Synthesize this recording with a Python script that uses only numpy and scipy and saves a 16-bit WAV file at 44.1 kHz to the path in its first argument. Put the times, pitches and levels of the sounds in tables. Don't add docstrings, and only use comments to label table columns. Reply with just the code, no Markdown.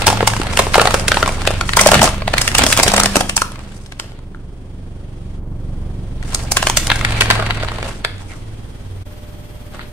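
import sys
import numpy as np
from scipy import signal
from scipy.fft import rfft, irfft, next_fast_len
from scipy.io import wavfile
from scipy.ndimage import map_coordinates

SR = 44100
rng = np.random.default_rng(int(sys.argv[2]) if len(sys.argv) > 2 else 0)


def bounce(signal):
    frames = np.transpose(np.atleast_2d(signal))
    limited = np.clip(frames, -1, 1)
    pcm = np.round(limited * 32767).astype(np.int16)
    wavfile.write(sys.argv[1], SR, pcm)


N = 437472


def amp(db):
    return 10 ** (np.asarray(db) / 20)


def unit(x):
    return x / np.sqrt(np.mean(x ** 2) + 1e-20)


def along(points, hz):
    point_hz, value = np.transpose(points)
    return np.interp(np.log(hz + 1), np.log(point_hz + 1), value)


def curves(rows, outside=None):
    s, *columns = np.transpose(rows)
    return [np.interp(np.arange(N) / SR, s, column, outside, outside) for column in columns]


def wobble(rate):
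    knots = rng.standard_normal(int(N * rate / SR) + 4)
    return map_coordinates(knots, [np.arange(N) * rate / SR])


def filtered(x, response):
    size = next_fast_len(N + 8192)
    return irfft(rfft(x, size) * response(np.fft.rfftfreq(size, 1 / SR)), size)[..., :N]


def coloured(x, spectrum):
    return unit(filtered(x, lambda hz: amp(along(spectrum, hz))))


def pair(side_db):
    mid, side = rng.standard_normal((2, N))
    return unit(np.array([mid + amp(side_db) * side, mid - amp(side_db) * side]))


def burst(x):
    energy = np.sum(np.mean(np.atleast_2d(x) ** 2, axis=0))
    return x * np.sqrt(SR / 100 / (energy + 1e-20))


def add(track, s, x):
    i = max(round(s * SR), 0)
    track[:, i:i + x.shape[-1]] += x[..., :N - i]


# start_s, hiss_db, sizzle_db
AIR_LEVELS = [(0, -32, -81.5), (4.2, -51, -87.5), (5.37, -45.5, -93), (5.41, -57.5, -99),
              (5.66, -46.5, -93), (6.2, -43, -76.5), (8.4, -41.5, -67.5), (9.03, -42, -62.5),
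              (9.07, -41.5, -57), (9.92, -41.5, -57.5)]
# freq_hz, density_db_per_hz
HISS_COLOUR = [(300, 11), (700, 4.5), (1100, 1), (2200, -1.5), (2950, -3.5), (3250, 0), (3600, -5),
               (5500, -9), (7400, -12), (9200, -7), (10500, -16), (12000, -47.5)]
# freq_hz, density_db_per_hz
SIZZLE_COLOUR = [(7000, -20), (9500, 4.5), (13000, 23), (15000, 18.5), (16000, -12.5)]
HUM_START_S, HUM_DB = 9.06, -49.5


def air(ticking=0.2):
    t = np.arange(N) / SR
    hiss, sizzle = curves(AIR_LEVELS)
    turns = np.cumsum(curves(FIRING_RATE)[0]) / SR
    flutter = pair(0.57) * (1 + ticking * np.cos(2 * np.pi * turns))
    hum = unit(np.sin(2 * np.pi * 597.5 * t + .3 * wobble(8)))
    noise = amp(hiss) * coloured(flutter, HISS_COLOUR) + amp(sizzle) * coloured(flutter, SIZZLE_COLOUR)
    return noise + amp(HUM_DB) * (t > HUM_START_S) * hum


# start_s, firing_rate_hz
FIRING_RATE = [(0, 20.5), (.38, 22.1), (.6, 23.4), (5.7, 23.3), (6.3, 23.0), (7.9, 20.5), (8.45, 17.9),
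               (8.95, 19.1), (9.2, 18.4), (9.92, 18.6)]
# start_s, relative_level_db
ENGINE_LEVEL = [(0, -26), (.3, -26), (.8, -24.5), (1.8, -24), (2.4, -25), (3.2, -31), (4.0, -36.5),
                (5.4, -29.5), (5.7, -26), (6.4, -25.5), (6.95, -23.5), (7.6, -26.5), (8.3, -36),
                (8.55, -34), (8.95, -34.5), (9.2, -37.5), (9.92, -37)]
# multiple of the firing rate, relative_level_db
HARMONICS = [(1, 1), (2, -4.5), (3, -4), (4, -13), (5, -7), (6, -11.5), (7, -18.5), (8, -19.5), (9, -23),
             (10, -27), (11, -24), (12, -30), (13, -38.5), (14, -27), (15, -24.5), (16, -25.5)]
# centre_hz, half_width_hz, lift_db (added gain)
BOOMING_RESONANCES = [(95.66, 2.92, 12), (107.25, 3.8, 11.5), (185.4, 6, 5)]
# freq_hz, density_db_per_hz
RUMBLE_COLOUR = [(12, -30), (30, -1), (110, 0), (150, -2), (250, -6), (400, -11), (600, -17), (1200, -28),
                 (4000, -55)]


def engine(throb_db=-2, rumble_db=-8, rolling_db=-3, floor_db=-40, unsteady_db=1.5, pulsing=0.19, smear=1.0):
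    level, = curves(ENGINE_LEVEL)
    rate = curves(FIRING_RATE)[0] * (1 + 0.0038 * wobble(11))
    phase = 2 * np.pi * np.cumsum(rate) / SR

    def tone(k):
        return np.sqrt(2) * np.sin(k * phase + rng.normal(0, smear)) * amp(unsteady_db * wobble(5))

    def lift(hz):
        return 1 + sum(amp(db) / (1 + ((hz - centre) / width) ** 2) ** 2
                       for centre, width, db in BOOMING_RESONANCES)

    tones = amp(level + throb_db) * sum(amp(db) * lift(k * rate) * tone(k) for k, db in HARMONICS)
    rolling = amp(crush()[0] + rolling_db)
    rumble = np.sqrt(amp(level + rumble_db) ** 2 + rolling ** 2 + amp(floor_db) ** 2)
    noise = rumble * coloured(pair(-14) * (1 + pulsing * np.cos(phase)), RUMBLE_COLOUR)
    return (tones + noise) * amp([[-.7], [.7]])


# start_s, level_db (before swell and decay)
TYRE_JOLTS = [(.06, -27), (1.79, -24), (2.87, -19.5)]
CAVITY_RISE_S, CAVITY_FALL_DB_PER_S, CAVITY_TREAD_DB = 0.015, 34, -21.5


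def tyre(cavity_hz=198.3):
    t = np.arange(N) / SR
    ring = amp(crush()[0] + CAVITY_TREAD_DB)
    for s, db in TYRE_JOLTS:
        age = np.maximum(t - s, 0)
        jolt = amp(db - CAVITY_FALL_DB_PER_S * age) * (1 - np.exp(-age / CAVITY_RISE_S))
        ring = np.hypot(ring, jolt)
    boom = np.sin(2 * np.pi * cavity_hz * t + .3 * wobble(8)) * amp(1.2 * wobble(10))
    return ring * unit(boom)


# start_s, pitch_hz, burst_level_db, decay_s
THUDS = [(.228, 483, -10, .0023), (.399, 316, -17.5, .0028), (1.862, 584, -1.5, .0046),
         (1.962, 140, -8.5, .018), (1.98, 156.5, -12, .022), (2.005, 215, -10.5, .017),
         (2.634, 274, -18.5, .011), (2.789, 288, -23.5, .0068), (3.168, 298, -9, .0031),
         (5.53, 72, -19, .03)]


def thumps():
    out, t = np.zeros((2, N)), np.arange(SR // 6) / SR
    for s, hz, db, decay_s in THUDS:
        swell = (1 - np.exp(-3 * t / decay_s)) * np.exp(-t / decay_s)
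        add(out, s, amp(db) * burst(np.sin(2 * np.pi * hz * t) * swell))
    return out


# start_s, length_s, first_hz, last_hz, level_db
SKID_GLIDES = [(1.764, .03, 1370, 1150, -21.5), (2.901, .13, 851, 702, -27.5),
               (7.134, .089, 2600, 2000, -33), (7.344, 0.12, 1700, 1120, -31),
               (7.352, 0.079, 717, 471, -27), (7.841, 0.086, 2930, 2510, -43), (8.197, .06, 1060, 744, -46),
               (8.279, .07, 2400, 1960, -45), (8.315, .06, 1336, 1160, -47)]


def skids(width_hz=260):
    out = np.zeros((2, N))
    rub = filtered(pair(-4), lambda hz: 1 / (1 + (hz / width_hz) ** 2))
    for s, length_s, first_hz, last_hz, db in SKID_GLIDES:
        u = np.linspace(0, 1, round(length_s * SR))
        phase = 2 * np.pi * np.cumsum(first_hz * (last_hz / first_hz) ** u) / SR
        grit = rub[:, round(s * SR):][:, :len(u)]
        add(out, s, amp(db) * unit(grit * np.sin(phase) * np.sin(np.pi * u)))
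    return out


# start_s, load_db, treble_db
CRUSH_BOUTS = [
    [(0, -22, -29), (.15, -26.5, -35), (.33, -29.5, -32.5), (.5, -26.5, -39), (.6, -25.5, -33),
     (.7, -33.5, -32), (.8, -23, -29.5), (.97, -29.5, -30.5), (1.12, -25, -27.5), (1.25, -25.5, -31.5),
     (1.43, -28.5, -32.5), (1.58, -31, -38.5), (1.74, -40.5, -28.5)],
    [(1.74, -29.5, -37.5), (1.88, -22, -24.5), (1.96, -15.5, -24.5), (2.06, -16.5, -22.5),
     (2.12, -33.5, -38.5), (2.26, -38.5, -47.5), (2.35, -31, -27)],
    [(2.35, -32, -44), (2.39, -27.5, -27.5), (2.5, -29, -28), (2.62, -16, -25.5), (2.71, -26.5, -21.5),
     (2.87, -21.5, -26.5), (3.02, -21.5, -39), (3.15, -28.5, -30.5), (3.27, -39, -35.5), (3.4, -54, -50.5),
     (3.55, -39.5, -49.5), (3.75, -45, -47.5), (3.95, -58.5, -57.5), (4.02, -45, -49.5),
     (4.25, -54.5, -68.5)],
    [(6.18, -52, -62), (6.28, -35, -43), (6.4, -32.5, -31.5), (6.5, -36, -45), (6.62, -34, -33.5),
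     (6.77, -33, -33.5), (6.99, -29, -33), (7.18, -26, -33.5), (7.37, -28, -36.5), (7.48, -25.5, -40),
     (7.58, -30, -41.5), (7.76, -30, -45.5), (7.89, -28.5, -36.5), (8.0, -40.5, -49)],
    [(8.0, -39, -52), (8.16, -52, -62), (8.22, -39.5, -42), (8.26, -66, -58), (8.29, -39, -46),
     (8.35, -47, -48), (8.41, -58, -55)],
    [(9.72, -54, -63), (9.745, -32.5, -43.5), (9.775, -49, -58), (9.8, -32.5, -54.5), (9.87, -51.5, -63.5)],
]


def crush():
    return np.max([curves(bout, outside=-120) for bout in CRUSH_BOUTS], axis=0)


def creases(load, rate=170, pitch_hz=1250, spread=.5, cycles=1.6, spread_db=0.0, crease_db=-8.0):
    count, t = int(rate * N / SR), np.arange(SR // 70) / SR
    at, tone, size = rng.random((count, 3)).T
    hz = pitch_hz * np.exp(spread * np.sqrt(3) * (2 * tone - 1))[:, None]
    sizes = amp(spread_db * np.minimum(-np.log(1 - size), 3.5))[:, None]
    clicks = sizes * np.sin(2 * np.pi * hz * t) * np.exp(-t * hz / cycles)
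    where = (at * (N - len(t))).astype(int)[:, None] + np.arange(len(t))
    track = unit(np.bincount(where.ravel(), clicks.ravel(), N))
    return amp(load + crease_db) * track


# freq_hz, density_db_per_hz
POP_COLOUR = [(120, 4), (300, -4), (500, 9), (800, 10), (1300, 7), (1700, -2), (3000, -39.5)]
# freq_hz, density_db_per_hz
SNAP_COLOUR = [(800, -7.5), (1400, 8.5), (1800, 8.5), (3000, 6), (4700, 3), (5600, -35), (8000, -41)]
# freq_hz, density_db_per_hz
SPLINTER_COLOUR = [(3000, -18), (5000, 9), (7000, 6.5), (8300, 9), (10200, 3.5), (11400, -15.5),
                   (13000, -2.5), (15000, -20.5), (16500, -18.5)]


def crumbling(rate=330, spread_db=2.0, grain_s=0.003, rub=1.0, crunch_db=-6, crackle_db=-4, fizz_db=-1,
              slip_db=3.0):
    load, treble = crush()
    sizes = (rng.random(N) < rate / SR) * amp(spread_db * np.minimum(rng.exponential(size=N), 3.5))
    grains = unit(signal.lfilter([1], [1, -np.exp(-1 / (SR * grain_s))], sizes))
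    force = unit(grains + rub)

    def grind(colour, side_db):
        return unit(coloured(force * pair(side_db), colour) * amp(slip_db * wobble(35)))

    crunch = amp(load + crunch_db) * grind(POP_COLOUR, side_db=-7)
    crackle = amp(load + crackle_db) * grind(SNAP_COLOUR, side_db=0)
    fizz = amp(treble + fizz_db) * grind(SPLINTER_COLOUR, side_db=0.5)
    return creases(load) + crunch + crackle + fizz


LESSER_PER_S, LESSER_POP_DB, LESSER_SNAP_DB, LESSER_SPLINTER_DB = 22, 1.5, -1.5, 3
FLAT_FROM_S, FLAT_PITCH = 4.5, 1.38
REFERENCE_LOAD_DB = -24


def lesser_cracks(load, treble, wall_hz=800, pitch_spread=0.37, spread_db=2.5, count=300):
    at, luck = rng.random((count, 2)).T
    tone, pop, snap, splinter = rng.standard_normal((count, 4)).T
    i = ((np.arange(count) + at) / count * (N - 1)).astype(int)
    rate = LESSER_PER_S * np.minimum(amp(load[i] - REFERENCE_LOAD_DB), 1) ** .5
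    flat_ratio = np.where(i / SR > FLAT_FROM_S, FLAT_PITCH, 1)
    pitch = wall_hz * np.exp(pitch_spread * np.clip(tone, -2, 2)) * flat_ratio
    rows = np.transpose([i / SR, pitch,
                         load[i] + LESSER_POP_DB + spread_db * pop,
                         load[i] + LESSER_SNAP_DB + spread_db * snap,
                         treble[i] + LESSER_SPLINTER_DB + spread_db * splinter])
    return list(rows[luck < rate * N / SR / count])


# start_s, wall_ring_hz, then relative burst levels pop_db, snap_db, splinter_db
PLACED_CRACKS = [(0.0681, 840, -6, -12, -3.5), (0.0788, 890, -5.5, -12.5, -12.5),
                 (.087, 460, -16, -20.5, -22), (.101, 333, -15, -25, -22), (.128, 790, -14.5, -32, -24),
                 (0.2062, 720, -13, -24, -59), (0.2273, 490, -13, -27, -45.5),
                 (0.2748, 890, -8.5, -11.5, -6.5), (0.5725, 940, -19, -14.5, -14.5),
                 (0.5918, 993, -5, -11.5, -10), (0.5974, 430, -15, -23, -23.5),
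                 (0.6675, 460, -18, -33.5, -37.5), (0.743, 1010, -16.5, -10.5, -17.5),
                 (.7552, 780, -4, -16, -16), (0.7806, 512, -1.5, -19, -17), (0.796, 1370, -9.5, -12.5, -41),
                 (0.815, 700, -8, -13.5, -13.5), (.8548, 715, -10.5, -19.5, -24.5),
                 (0.8726, 810, -11, -14.5, -21.5), (0.908, 945, -18.5, -31, -37.5),
                 (.942, 567, -5.5, -16, -14), (1.0816, 1370, -18.5, -13, -14),
                 (1.1175, 1470, -11.5, -10.5, -21), (1.1705, 810, -11, -18.5, -32.5),
                 (1.2278, 1410, -7, -16, -22), (1.277, 1020, -15.5, -32, -22.5),
                 (1.4744, 575, -10.5, -13, -17.5), (1.5056, 545, -17, -34.5, -30),
                 (1.6107, 1430, -15, -20.5, -23), (1.692, 1290, -24.5, -18.5, -28.5),
                 (1.7342, 1050, -29, -17.5, -26.5), (1.7701, 970, -4.5, -12, -5.5),
                 (1.793, 1080, -13.5, -6.5, -10), (1.8118, 650, -9.5, -18, -1.5),
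                 (1.861, 620, -7, -15, -14.5), (1.8716, 570, -17, -23, -5.5),
                 (1.8894, 870, -11, -27.5, -19.5), (1.9166, 670, -2.5, -11, -8),
                 (1.933, 585, -9.5, -19.5, -26.5), (1.9421, 1260, -8, -9, -12.5),
                 (2.0168, 878, -5, -13.5, -11), (2.029, 644, -5.5, -19, -7.5),
                 (2.041, 715, -11.5, -17, -8.5), (2.2205, 600, -23, -30, -51.5),
                 (2.2786, 690, -14.5, -19, -30), (2.3385, 633, -13, -15.5, -26.5),
                 (2.3814, 670, -29, -11.5, -15.5), (2.417, 1440, -22.5, -25, -13),
                 (2.478, 604, -23, -14, -13.5), (2.5499, 1260, -15, -12.5, -12),
                 (2.583, 1180, -25, -12, -5.5), (2.6372, 596, -17, -16, -10.5),
                 (2.6648, 625, -15.5, -16.5, -10), (2.727, 636, -27, -9.5, -9),
                 (2.7745, 1090, -19, -16.5, -11), (2.79, 606, -14, -20.5, -20.5),
                 (2.7983, 890, -11, -11.5, -13.5), (2.8327, 740, -11.5, -14, -3.5),
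                 (2.88, 476, -30.5, -16, -11.5), (2.9176, 675, -19.5, -28, -17.5),
                 (2.9376, 700, -11, -20.5, -15), (2.9646, 664, -18.5, -19.5, -12.5),
                 (2.9789, 706, -17.5, -17, -17), (2.999, 1240, -10.5, -16.5, -8.5),
                 (3.034, 1280, -16.5, -23, -9.5), (3.0586, 710, -15, -15.5, -11),
                 (3.1569, 650, -9.5, -15, -12.5), (3.1668, 333, -8.5, -18, -10.5),
                 (3.2083, 715, -12, -21, -16.5), (3.296, 1190, -23, -19, -18),
                 (3.367, 860, -19.5, -26.5, -6.5), (3.3775, 950, -20.5, -20, -22),
                 (3.4187, 1360, -11, -23.5, -16), (3.519, 950, -37.5, -43, -38),
                 (3.5916, 1550, -42, -43, -43.5), (3.8613, 900, -50, -46, -44.5),
                 (3.9222, 1500, -36, -35.5, -39), (3.998, 1400, -28.5, -27, -25),
                 (4.19, 1000, -46, -51.5, -56.5), (4.347, 1460, -35.5, -53, -63),
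                 (6.2275, 330, -55, -36, -42.5), (6.3472, 1300, -28.5, -25, -12.5),
                 (6.519, 865, -20.5, -23.5, -9.5), (6.5699, 1050, -14, -11, -10),
                 (6.6275, 1040, -15, -22, -18.5), (6.6699, 775, -14.5, -13.5, -14),
                 (6.698, 930, -15.5, -19, -13.5), (6.7718, 636, -18, -11, -4.5),
                 (6.87, 1450, -40, -25.5, -19.5), (6.901, 1005, -13.5, -12.5, -33),
                 (6.9168, 1420, -16.5, -12.5, -29), (7.0484, 1480, -21, -14.5, -26.5),
                 (7.2088, 1490, -16, -8.5, -13.5), (7.219, 1490, -13.5, -13, -23.5),
                 (7.302, 1034, -11.5, -10.5, -19), (7.309, 1066, -11.5, -8, -21.5),
                 (7.398, 1340, -18.5, -27, -34.5), (7.507, 1420, -21.5, -17.5, -39.5),
                 (7.6335, 1470, -20.5, -30.5, -36.5), (8.0482, 920, -20, -16, -27.5)]
# start_s, lag_samples (left channel behind right)
BREAKING_PLACE = [(0, 2.5), (1.3, 1), (1.7, -2.5), (3.4, -5.5), (6.3, -8), (6.8, 0), (7.1, 2.5), (8.1, 7)]
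RIM_HZ, RIM_DB_PER_OCTAVE, RIM_LOW_HZ, RIM_HIGH_HZ, RIM_SCATTER = 2647, 18, 1845, 4050, .07
TEAR_S, TEAR_DB_PER_DOUBLING, SHORTEST_TEAR_S = 0.0029, 21, .002


def cracks(ring_s=0.0013, rim_cycles=3.2, attack_s=0.00056, flex_db=-4, grit_db=4, pop_db=0.0, snap_db=3,
           splinter_db=-0.5, lead_db=-14.5, lead_s=0.0027, rough_db=3, stagger=0.87, buckle=0.073):
    out, start = np.zeros((2, N)), SR // 100
    t = (np.arange(SR // 20) - start) / SR
    age = np.maximum(t, 0)
    noise = [coloured(pair(-32), POP_COLOUR), coloured(pair(-4.5), SNAP_COLOUR),
             coloured(pair(-1.5), SPLINTER_COLOUR)]
    load, treble = crush()
    for s, wall_hz, pop, snap, splinter in PLACED_CRACKS + lesser_cracks(load, treble):
        rim_hz = RIM_HZ * 2 ** ((splinter - snap) / RIM_DB_PER_OCTAVE)
        rim_hz = np.clip(rim_hz, RIM_LOW_HZ, RIM_HIGH_HZ) * np.exp(rng.normal(0, RIM_SCATTER))
        excess_db = load[int(s * SR)] - REFERENCE_LOAD_DB
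        tear_s = max(TEAR_S * 2 ** (excess_db / TEAR_DB_PER_DOUBLING), SHORTEST_TEAR_S)
        i = min(round(s * SR), N - len(t))
        flex, grit, shard_noise = (x[:, i:i + len(t)] for x in noise)

        jerks = amp(rough_db * np.interp(t, np.linspace(t[0], t[-1], num=64), rng.standard_normal(size=64)))
        creep = amp(lead_db) * np.exp(-np.abs(t) / lead_s)
        opening = (1 - np.exp(-(age / (0.25 * tear_s)) ** 2)) * np.exp(-age / (0.54 * tear_s))
        tear = jerks * (creep + opening)

        wall_decay_s = ring_s * (800 / wall_hz) ** .5 + 0.42 * tear_s
        swing = (1 - np.exp(-age / attack_s)) * np.exp(-age / wall_decay_s)
        drift = buckle * np.cumsum(rng.standard_normal(len(t)) * (t > 0))
        wall = burst(swing * (np.sin(2 * np.pi * wall_hz * age + drift / 2) + amp(flex_db) * flex))

        rim_phase = 2 * np.pi * rim_hz * age + 2 * drift + stagger * rng.standard_normal((2, 1))
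        rim_swing = (1 - np.exp(-2 * age / attack_s)) * np.exp(-age / (rim_cycles / rim_hz + 0.17 * tear_s))
        rim = burst(burst(np.sin(rim_phase) * rim_swing) + amp(grit_db) * burst(tear * grit))
        shards = burst(tear * shard_noise) * amp([[-1], [1]])

        body = amp(pop + pop_db) * wall + amp(snap + snap_db) * rim
        left, right = body + amp(splinter + splinter_db) * shards
        lag = round(np.interp(s, *np.transpose(BREAKING_PLACE)) + rng.normal(0, 0.78))
        add(out, s - start / SR, np.array([np.roll(left, lag), right]) * amp([[.4], [-.4]]))
    return out


def nearby(x, echo_db=-20.0, count=6):
    delays = rng.uniform(.0008, .012, (2, count))
    copies = [sum(rng.choice([-1, 1]) * np.roll(side, round(d * SR)) for d in row)
              for side, row in zip(x, delays)]
    return x + amp(echo_db) * np.array(copies)


# freq_hz, t60_s
ROOM_DECAY = [(150, 0.75), (700, 0.32), (3000, 0.52), (8000, 0.25), (15000, 0.47)]


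def room(x, count=4):
    wet, t = np.zeros((2, N)), np.arange(N) / SR
    for k in range(count):
        hz, age, z = signal.stft(rng.standard_normal((2, SR // 2)), SR, nperseg=256)
        decay = amp(-60 * age / along(ROOM_DECAY, hz)[:, None])
        tail = signal.istft(z * decay, SR, nperseg=256)[1]
        build_up = 1 - np.exp(-np.arange(tail.shape[1]) / SR / 0.0015)
        tail = (tail + 0.36 * tail[::-1]) * build_up
        part = x * (np.floor(t * 10) % count == k)
        wet += signal.fftconvolve(part, tail / np.linalg.norm(tail[0]), axes=1)[:, :N]
    return wet


def scene(room_db=-10):
    background = air() + engine() + tyre() + thumps()
    breaks = skids() + cracks()
    return background + nearby(breaks + crumbling()) + amp(room_db) * room(breaks)


TOP_HZ = 15700


def record(dry):
    clipped = dry / (1 + np.abs(dry) ** 8) ** (1 / 8)
    dip = curves([(9.025, 1), (9.037, .15), (9.05, .15), (9.06, 1)])[0]
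    return filtered(clipped * dip, lambda hz: hz < TOP_HZ)


dry = scene()
out = record(dry)
bounce(out)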